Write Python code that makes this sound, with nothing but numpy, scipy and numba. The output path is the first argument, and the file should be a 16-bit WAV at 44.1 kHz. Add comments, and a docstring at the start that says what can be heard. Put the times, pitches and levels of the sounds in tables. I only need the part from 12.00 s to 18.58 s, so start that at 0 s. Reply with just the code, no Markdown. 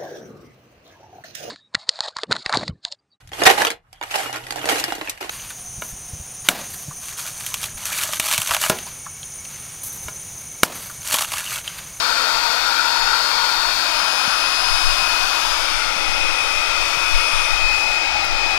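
"""In a tent, a small electric blower fills a camping mat close to a hand-held camera that tilts up and turns away.
The motor is sines on one shaft phase, with a strong eight-blade tone; the air is coloured noise
with drifting echoes, plus noise ringing two cavities. The shaking hand is low noise in opposite polarity,
its bumps are short dull swings, and the mat's cloth ticks in noise bursts. The right microphone is much weaker."""
import sys
import numpy as np
from scipy import signal
from scipy.fft import rfft, irfft
from scipy.io import wavfile
from scipy.ndimage import uniform_filter1d
from numba import njit

SR = 44100
rng = np.random.default_rng(int(sys.argv[2]) if len(sys.argv) > 2 else 0)


def master(y):
    """Save y as 16-bit WAV."""
    cut = np.clip(np.atleast_2d(y).T, -1, 1)
    pcm = np.round(cut * 32767)  # scale
    wavfile.write(sys.argv[1], SR, pcm.astype(np.int16))


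def attenuation_scalar(level_db):
    """Turn a level in dB into a linear amplitude multiplier (20 dB per decade)."""
    decades = np.asarray(level_db, float) / 20
    return 10 ** decades


N = 290158
TIME = np.arange(N) / SR
SIDE = np.array([[0], [1]])  # 0 left, 1 right

# camera aim: (time [s], aim [0 down at the pump, 1 tilted up, 2 turned aside, 3 down at the mat])
CAMERA_AIM = [(0, 0), (1.75, 0), (2.05, 1), (3.5, 1), (3.9, 2.5), (5.45, 2), (5.65, 3), (6.58, 3)]
# cloth ticks: (time [s], onset level [dB], centre [Hz], width [Hz], t60 [s], left minus right [dB])
CLOTH_TICKS = [(2.04, -38, 9000, 9000, .08, 6), (3.57, -38, 7400, 900, .06, 12),
               (4.882, -29, 7990, 300, .05, 12), (6.247, -32, 10000, 9000, .06, 12)]
# shake spectrum, relative: (frequency [Hz], density [dB per Hz])
SHAKE_SPECTRUM = [(5.9, -20), (10, 3), (21, 7), (30, -4.5), (40, -9.5), (54, -26), (90, -42), (120, -59),
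                  (200, -120)]
# hand tremor, swelling to its strongest near 4.3 s, then easing: (time [s], level before microphone gain [dB])
HAND_TREMOR = [(0, -47), (2.3, -43.5), (3.4, -33), (4.3, -32), (5.2, -40), (6.58, -41)]
# jolts of the hand: (time [s], peak level before microphone gain [dB], half length [s])
HAND_JOLTS = [(0.402, -43, 0.068), (1.08, -39, 0.067), (1.599, -41, 0.084), (2.44, -42, .05),
              (2.716, -29, 0.051), (2.916, -25.5, 0.074), (3.12, -48, .05), (4.583, -28, 0.029),
              (4.76, -31.5, 0.062), (5.16, -22.5, 0.055), (5.372, -32, 0.065), (5.562, -26, 0.068),
              (5.7, -24.5, .06), (5.902, -32, .03), (6.05, -33, .04), (6.337, -29.5, 0.1)]
# fingers bump the camera: (time [s], level before common gain [dB], frequency [Hz], left minus right [dB])
FINGER_BUMPS = [(1.504, -48, 218, -2.0), (2.268, -27.5, 213, 23), (3.012, -41, 145, 7),
                (3.954, -38, 186, 21), (4.405, -41, 129, 18.5), (4.866, -40, 86.1, 21.0),
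                (4.962, -36.5, 137, 9.5), (5.325, -40, 116, 18.0), (5.776, -40, 80.7, 24.5),
                (6.234, -42, 135, 25.5), (6.529, -42, 80.7, 12.5)]
# tent wall and mat reflections: (lag [s], drift [s], gain [ratio])
TENT_ECHOES = [(.0014, 0.00025, 0.21), (.0031, 0.000607, 0.24)]
# air rush before trims: (frequency [Hz], density at aims 0, 1, 2, 3 [dB per Hz], right weaker by [dB])
AIR_SPECTRA = [(70.0, -72.5, -71, -73, -66, 13.0), (110, -82, -73, -83, -73, 13),
               (160, -77, -78, -76, -71, 11), (237, -68, -67.5, -70, -67.5, 14),
               (400, -66.5, -67, -65, -64, 16), (497, -60.5, -62, -59.5, -61.5, 17),
               (625, -58.5, -59, -60, -59, 24), (1170, -52.5, -49.5, -53.5, -58, 23),
               (1690, -59, -58.5, -62.5, -60, 11.5), (2140, -58.5, -60, -53.5, -55.5, 18.3),
               (2476, -53, -54, -50.5, -54.5, 20.5), (2970, -63, -58.0, -59.5, -60.5, 15),
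               (3650, -53, -57, -54.5, -60.5, 17), (3920, -57.5, -59, -63, -60, 18.4),
               (5000, -54.5, -55, -58, -59, 18), (5550, -59, -59, -56.5, -61.5, 19),
               (5780, -63, -62, -61.5, -65.5, 9.5), (7400.0, -68, -68.5, -71, -71.5, 14),
               (9000.0, -72, -75.5, -73, -78.5, 29), (11500, -74.5, -79.5, -78.5, -83, 50),
               (14000.0, -79, -80, -85, -89, 58), (15500.0, -81, -81, -89, -86, 32)]
# likeness of the rush at the two microphones: (frequency [Hz], common share [ratio])
MIC_LIKENESS = [(60, .2), (250, 0.52), (600, 0.8), (1500, 0.92), (2500, 0.69), (5000, 0.37), (12000, 0.29)]
# low and high cavity, each a close pair of resonances: (width [Hz], half gap at split 1 [Hz])
CAVITY_PAIRS = [(120., 37), (160., 100)]
# cavities of housing and nozzle, a row per aim, levels before trim: (low [Hz], high [Hz], split [ratio],
# low left [dB], high left [dB], low right [dB], high right [dB])
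CAVITIES_AT_AIM = [(923, 1418, 0.7, -26.5, -21, -51, -40), (966, 1423, 1.2, -30.5, -22.5, -47.5, -39),
                   (912, 1360, 0.84, -33, -24, -54, -49), (838, 1330, 0.92, -26, -27, -40.5, -42.5)]
# how squarely the outlet's thin treble reaches the camera: (time [s], extra whine near 10 kHz [dB])
TREBLE_GLINT = [(0, -3), (1, -3), (2.6, 1), (3.4, -1), (4, 5.5), (4.45, 0.5), (4.7, -1), (5.5, 1), (5.8, 5),
                (6.1, -3), (6.58, 1)]
# shaft hunting under the impeller's load: (time [s], turns [Hz])
SHAFT_SPEED = [(0, 315.6), (.3, 315.55), (.44, 315), (.62, 315.55), (.78, 315.6), (.88, 315.2), (1, 315.6),
               (1.52, 315.6), (1.85, 314.6), (2, 315.2), (2.15, 315.1), (2.42, 316.5), (2.55, 315.85),
               (3, 315.65), (3.2, 314.8), (3.5, 315.1), (3.74, 316), (4, 315), (4.5, 315.15),
               (4.63, 314.75), (5.08, 315.35), (5.28, 315.1), (5.45, 313.6), (5.7, 315.35), (5.95, 314.7),
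               (6.05, 315.05), (6.38, 314.2), (6.58, 314.3)]
# strong tones as the camera moves through their beams:
# (time [s], left blade tone [dB], left 14th order [dB], left 16th order [dB])
TONE_BEAMS = [(0, -47, -25, -32), (.55, -29, -23.5, -51), (.8, -44, -26, -32), (1, -43, -23.5, -29),
              (1.35, -46, -22, -32), (1.75, -44, -23, -49), (1.88, -28, -26, -31), (2.08, -25, -30, -25.5),
              (2.33, -23.5, -28.5, -27.5), (2.75, -24.5, -29, -22), (3.05, -21, -30, -27),
              (3.3, -23.5, -30, -38), (3.52, -30, -39, -25.5), (3.72, -38, -28, -32.5),
              (4.07, -22, -37, -34.5), (4.6, -20.5, -45, -36.5), (4.8, -22.5, -30, -37),
              (5.02, -21.5, -36, -39), (5.22, -20, -32, -30), (5.4, -21, -37, -36), (5.75, -15, -31, -31),
              (5.95, -17.5, -53, -31.5), (6.3, -22.5, -44, -33.5), (6.58, -16.5, -47, -33)]
# right blade tone, a value per aim: (level [dB])
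BLADE_RIGHT = [-41.5, -43.5, -46, -38]
# weaker shaft orders: (order [per turn], left level at aims 0, 1, 2, 3 [dB], right weaker by [dB])
WEAK_ORDERS = [(1, -45.5, -46, -45, -45, 21), (3, -36, -38, -43, -41, 17), (6, -39, -39, -45, -47, 16),
               (7, -48, -47, -51, -70, 17), (9, -41, -40, -43, -46, 13), (10, -39, -37, -37, -40, 15),
               (11, -37, -32, -34, -38, 17), (12, -33, -33, -38, -38, 19), (13, -42, -40, -50, -44, 15),
               (15, -31, -33, -40, -39, 18), (17, -44, -39, -41, -43, 14), (18, -44, -40, -39, -42, 11),
               (19, -45, -39, -46, -48, 12), (20, -47, -46, -63, -52, 13), (21, -43, -42, -50, -52, 15),
               (22, -44, -46, -53, -52, 14), (23, -54, -53, -52, -56, 12), (24, -47, -50, -58, -57, 10),
               (25, -58, -55, -51, -56, 11), (26, -48, -45, -47, -59, 15), (27, -51, -54, -52, -60, 13),
               (28, -53, -49, -51, -51, 13), (29, -53, -51, -45, -56, 15), (30, -53, -46, -44, -52, 16),
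               (31, -49, -45, -46, -57, 18), (32, -49, -39, -51, -59, 16), (33, -50, -42, -58, -55, 11),
               (34, -61, -51, -56, -63, 12), (35, -46, -45, -48, -53, 12), (36, -52, -51, -54, -58, 8),
               (37, -54, -57, -60, -60, 13), (38, -52, -53, -63, -69, 15), (39, -50, -48, -54, -62, 16),
               (43, -51, -53, -63, -67, 16), (45, -56, -59, -64, -70, 11), (48, -53, -59, -70, -70, 12)]


def columns(table):
    """Every column after time, interpolated to samples."""
    time_s, *rest = np.transpose(table)
    return [np.interp(TIME, time_s, column) for column in rest]


def by_aim(aim, values):
    """Blends one value for each of the four aims."""
    return np.interp(aim, range(4), values)


def walk(rate_hz, count=1):
    """Slow chance: smoothed random knots joined by lines, spread near 1."""
    knots = rng.standard_normal((count, int(3 * rate_hz * N / SR) + 2))
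    knots = uniform_filter1d(knots, size=3, axis=1)
    place = TIME * 3 * rate_hz
    return np.array([np.interp(place, np.arange(len(k)), k) for k in knots]) * np.sqrt(3)


def over_log_hz(hz, values):
    """Interpolates a curve over log frequency at every FFT bin."""
    log_hz = np.log(np.arange(N // 2 + 1) * SR / N + 1)
    return np.interp(log_hz, np.log(hz), values)


def colour(x, hz, db):
    """Gives unit white noise a spectrum in dB per Hz."""
    return irfft(rfft(x) * attenuation_scalar(over_log_hz(hz, db)) * np.sqrt(SR / 2), N)


def pair(likeness, lag_s):
    """Noise at both microphones; the right shares a delayed part of the left, by (frequency [Hz], share)."""
    left, own = rng.standard_normal((2, N))
    share = np.clip(over_log_hz(*np.transpose(likeness)), 0, 1)
    common = share * rfft(np.roll(left, round(lag_s * SR)))
    separate = np.sqrt(1 - share ** 2) * rfft(own)  # keeps unit power
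    return np.array([left, irfft(common + separate, N)])


@njit
def svf(x, hz, width):
    """State-variable band-pass with moving centre, unit gain there."""
    y, band, low = np.empty(len(x)), 0., 0.
    for i in range(len(x)):
        g, k = np.tan(np.pi * hz[i] / SR), width / hz[i]
        v = (band + g * (x[i] - low)) / (1 + g * (g + k))
        band, low, y[i] = 2 * v - band, low + 2 * g * v, k * v
    return y


def cloth():
    """Cloth ticks: band-passed noise bursts with exponential decay."""
    out = 0
    for start_s, db, hz, width_hz, t60_s, pan_db in CLOTH_TICKS:
        burst = svf(rng.standard_normal(N), np.full(N, 1. * hz), 1. * width_hz)
        fade = (TIME > start_s) * attenuation_scalar(-60 * np.clip(TIME - start_s, 0, 1) / t60_s)
        out = out + attenuation_scalar(db - pan_db * SIDE) * fade * burst / burst.std()
    return out


def shake():
    """Shaking moves the two membranes in opposition: low noise swelling with tremor and jolts."""
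    noise = colour(rng.standard_normal(N), *np.transpose(SHAKE_SPECTRUM))
    size = attenuation_scalar(columns(HAND_TREMOR)[0])
    for centre_s, db, half_s in HAND_JOLTS:
        size = size + attenuation_scalar(db) * np.exp(-((TIME - centre_s) / half_s) ** 2)
    mic_gain_db = np.array([[6.5], [-3.5]])
    polarity = 1 - 2 * SIDE
    return noise / noise.std() * size * attenuation_scalar(mic_gain_db) * polarity


def bumps():
    """Each finger bump is one short dull swing: a cosine under a Gaussian, same polarity on both sides."""
    out = 0
    gain_db, delay_s, half_cycles = 8.0, .012, 0.59
    for bump_s, db, hz, pan_db in FINGER_BUMPS:
        t = TIME - bump_s - delay_s
        swing = np.exp(-(t * hz / half_cycles) ** 2) * np.cos(2 * np.pi * hz * t)
        out = out + attenuation_scalar(db + gain_db - pan_db * SIDE) * swing
    return out


def tent(x):
    """Near reflections on drifting paths give the hiss moving patches; power is roughly kept."""
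    out = x
    for lag_s, drift_s, gain in TENT_ECHOES:
        drift = walk(1.2) + .4 * walk(1.2, count=2)  # common part, then one per microphone
        late = TIME - lag_s - drift_s * drift
        out = out + gain * np.array([np.interp(t, TIME, channel) for t, channel in zip(late, x)])
    return out / np.sqrt(1 + 0.6 * sum(gain ** 2 for *_, gain in TENT_ECHOES))


def air_rush(aim, turn):
    """Broad turbulence whose spectrum follows the aim, with wandering bass and treble that pulses each turn."""
    hz, *spectra, weaker_db = np.transpose(AIR_SPECTRA)
    bass_db = 4.8 * walk(3.8) - 3.5
    left, right = pair(MIC_LIKENESS, lag_s=.0001)
    rush = 0
    for k, db in enumerate(spectra):
        share = np.clip(1 - abs(aim - k), 0, 1)
        rush = rush + share * np.array([colour(left, hz, db), colour(right, hz, db - weaker_db)])
    treble = signal.sosfilt(signal.butter(2, 5500, "high", fs=SR, output="sos"), rush)
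    glint_share = 0.15  # part of the whine's swing that the hiss follows
    treble_db = glint_share * columns(TREBLE_GLINT)[0] + 0.43 + 1.2 * walk(6)
    rush = rush + treble * (attenuation_scalar(treble_db) * (1 + 0.13 * np.cos(turn)) - 1)
    bass = signal.sosfilt(signal.butter(2, 220, fs=SR, output="sos"), rush)
    return tent(rush + bass * (attenuation_scalar(bass_db) - 1))


def cavities(aim):
    """Turbulence rings two cavities, each two band-passes in series; their tuning follows the aim slowly."""
    window_s = 0.83
    slow_aim = uniform_filter1d(aim, int(window_s * SR))
    low_hz, high_hz, split, *db = (by_aim(slow_aim, c) for c in np.transpose(CAVITIES_AT_AIM))
    out = 0
    for k, (centre_hz, (width_hz, half_gap_hz)) in enumerate(zip((low_hz, high_hz), CAVITY_PAIRS)):
        ring = []
        # the right microphone hears the pair closer together
        for noise, apart in zip(pair([(1000, 0.94)], lag_s=0.00155), (1, .3)):
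            offset_hz = half_gap_hz * split * apart
            lower = svf(noise, centre_hz - offset_hz, width_hz)
            ring.append(svf(lower, centre_hz + offset_hz, width_hz))
        ring = np.array(ring)
        out = out + ring / ring.std() * attenuation_scalar(np.array(db[k::2]) + 1.33 * walk(10.5))
    return out


def air(aim, turn):
    """Rush and cavity ringing, trimmed together."""
    trim_db = 0.56
    return (air_rush(aim, turn) + cavities(aim)) * attenuation_scalar(trim_db)


def shaft():
    """Shaft phase [rad]: integral of the hunting speed with slight jitter."""
    hz = columns(SHAFT_SPEED)[0]
    jitter = 0.00037 * walk(30)[0]
    return 2 * np.pi * np.cumsum(hz * (1 + jitter)) / SR


def motor(aim, turn, waver_db=0.5155, eddy_share=0.12):
    """Sines on the shaft phase; reflections make weak orders waver, high ones most, apart at each microphone."""
    blade_db, db14, db16 = columns(TONE_BEAMS)
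    blade_right_db = by_aim(aim, BLADE_RIGHT) + 4 * walk(3)[0]
    lines = [(8, np.array([blade_db, blade_right_db]) + 0.6 * walk(9)),
             (14, db14 - 24 * SIDE + 3 * SIDE * walk(2.0)),
             (16, db16 - 21 * SIDE + 3 * SIDE * walk(1.5))]
    glint_db = columns(TREBLE_GLINT)[0]
    for order, *dbs, weaker_db in WEAK_ORDERS:
        whine_db = glint_db * np.exp(-((order - 31) / 5) ** 2)
        waver = waver_db * np.sqrt(order) * walk(2.503, count=2)
        lines.append((order, whine_db + by_aim(aim, dbs) - weaker_db * SIDE + waver))
    starts = rng.uniform(0, 2 * np.pi, (len(lines), 2, 1))
    out = 0
    for (order, rms_db), start in zip(lines, starts):
        eddies = 1 + eddy_share * walk(70)  # eddies passing the blades roughen every tone
        out = out + np.sqrt(2) * attenuation_scalar(rms_db) * eddies * np.sin(round(order) * turn + start)
    return out


def scene():
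    """Cloth, hand, air and motor at the two microphones."""
    aim = columns(CAMERA_AIM)[0]
    turn = shaft()
    return cloth() + shake() + bumps() + air(aim, turn) + motor(aim, turn)


def top_cut(x):
    """Nothing passes above the cut-off."""
    return signal.sosfilt(signal.butter(12, 15750, fs=SR, output="sos"), x)


def record(dry):
    """The camera cuts the top with a steep elliptic low-pass."""
    top_hz = 15700
    cut = signal.sosfilt(signal.ellip(10, .2, 70, top_hz, fs=SR, output="sos"), dry)
    return top_cut(cut)


dry = scene()
out = record(dry)
master(out)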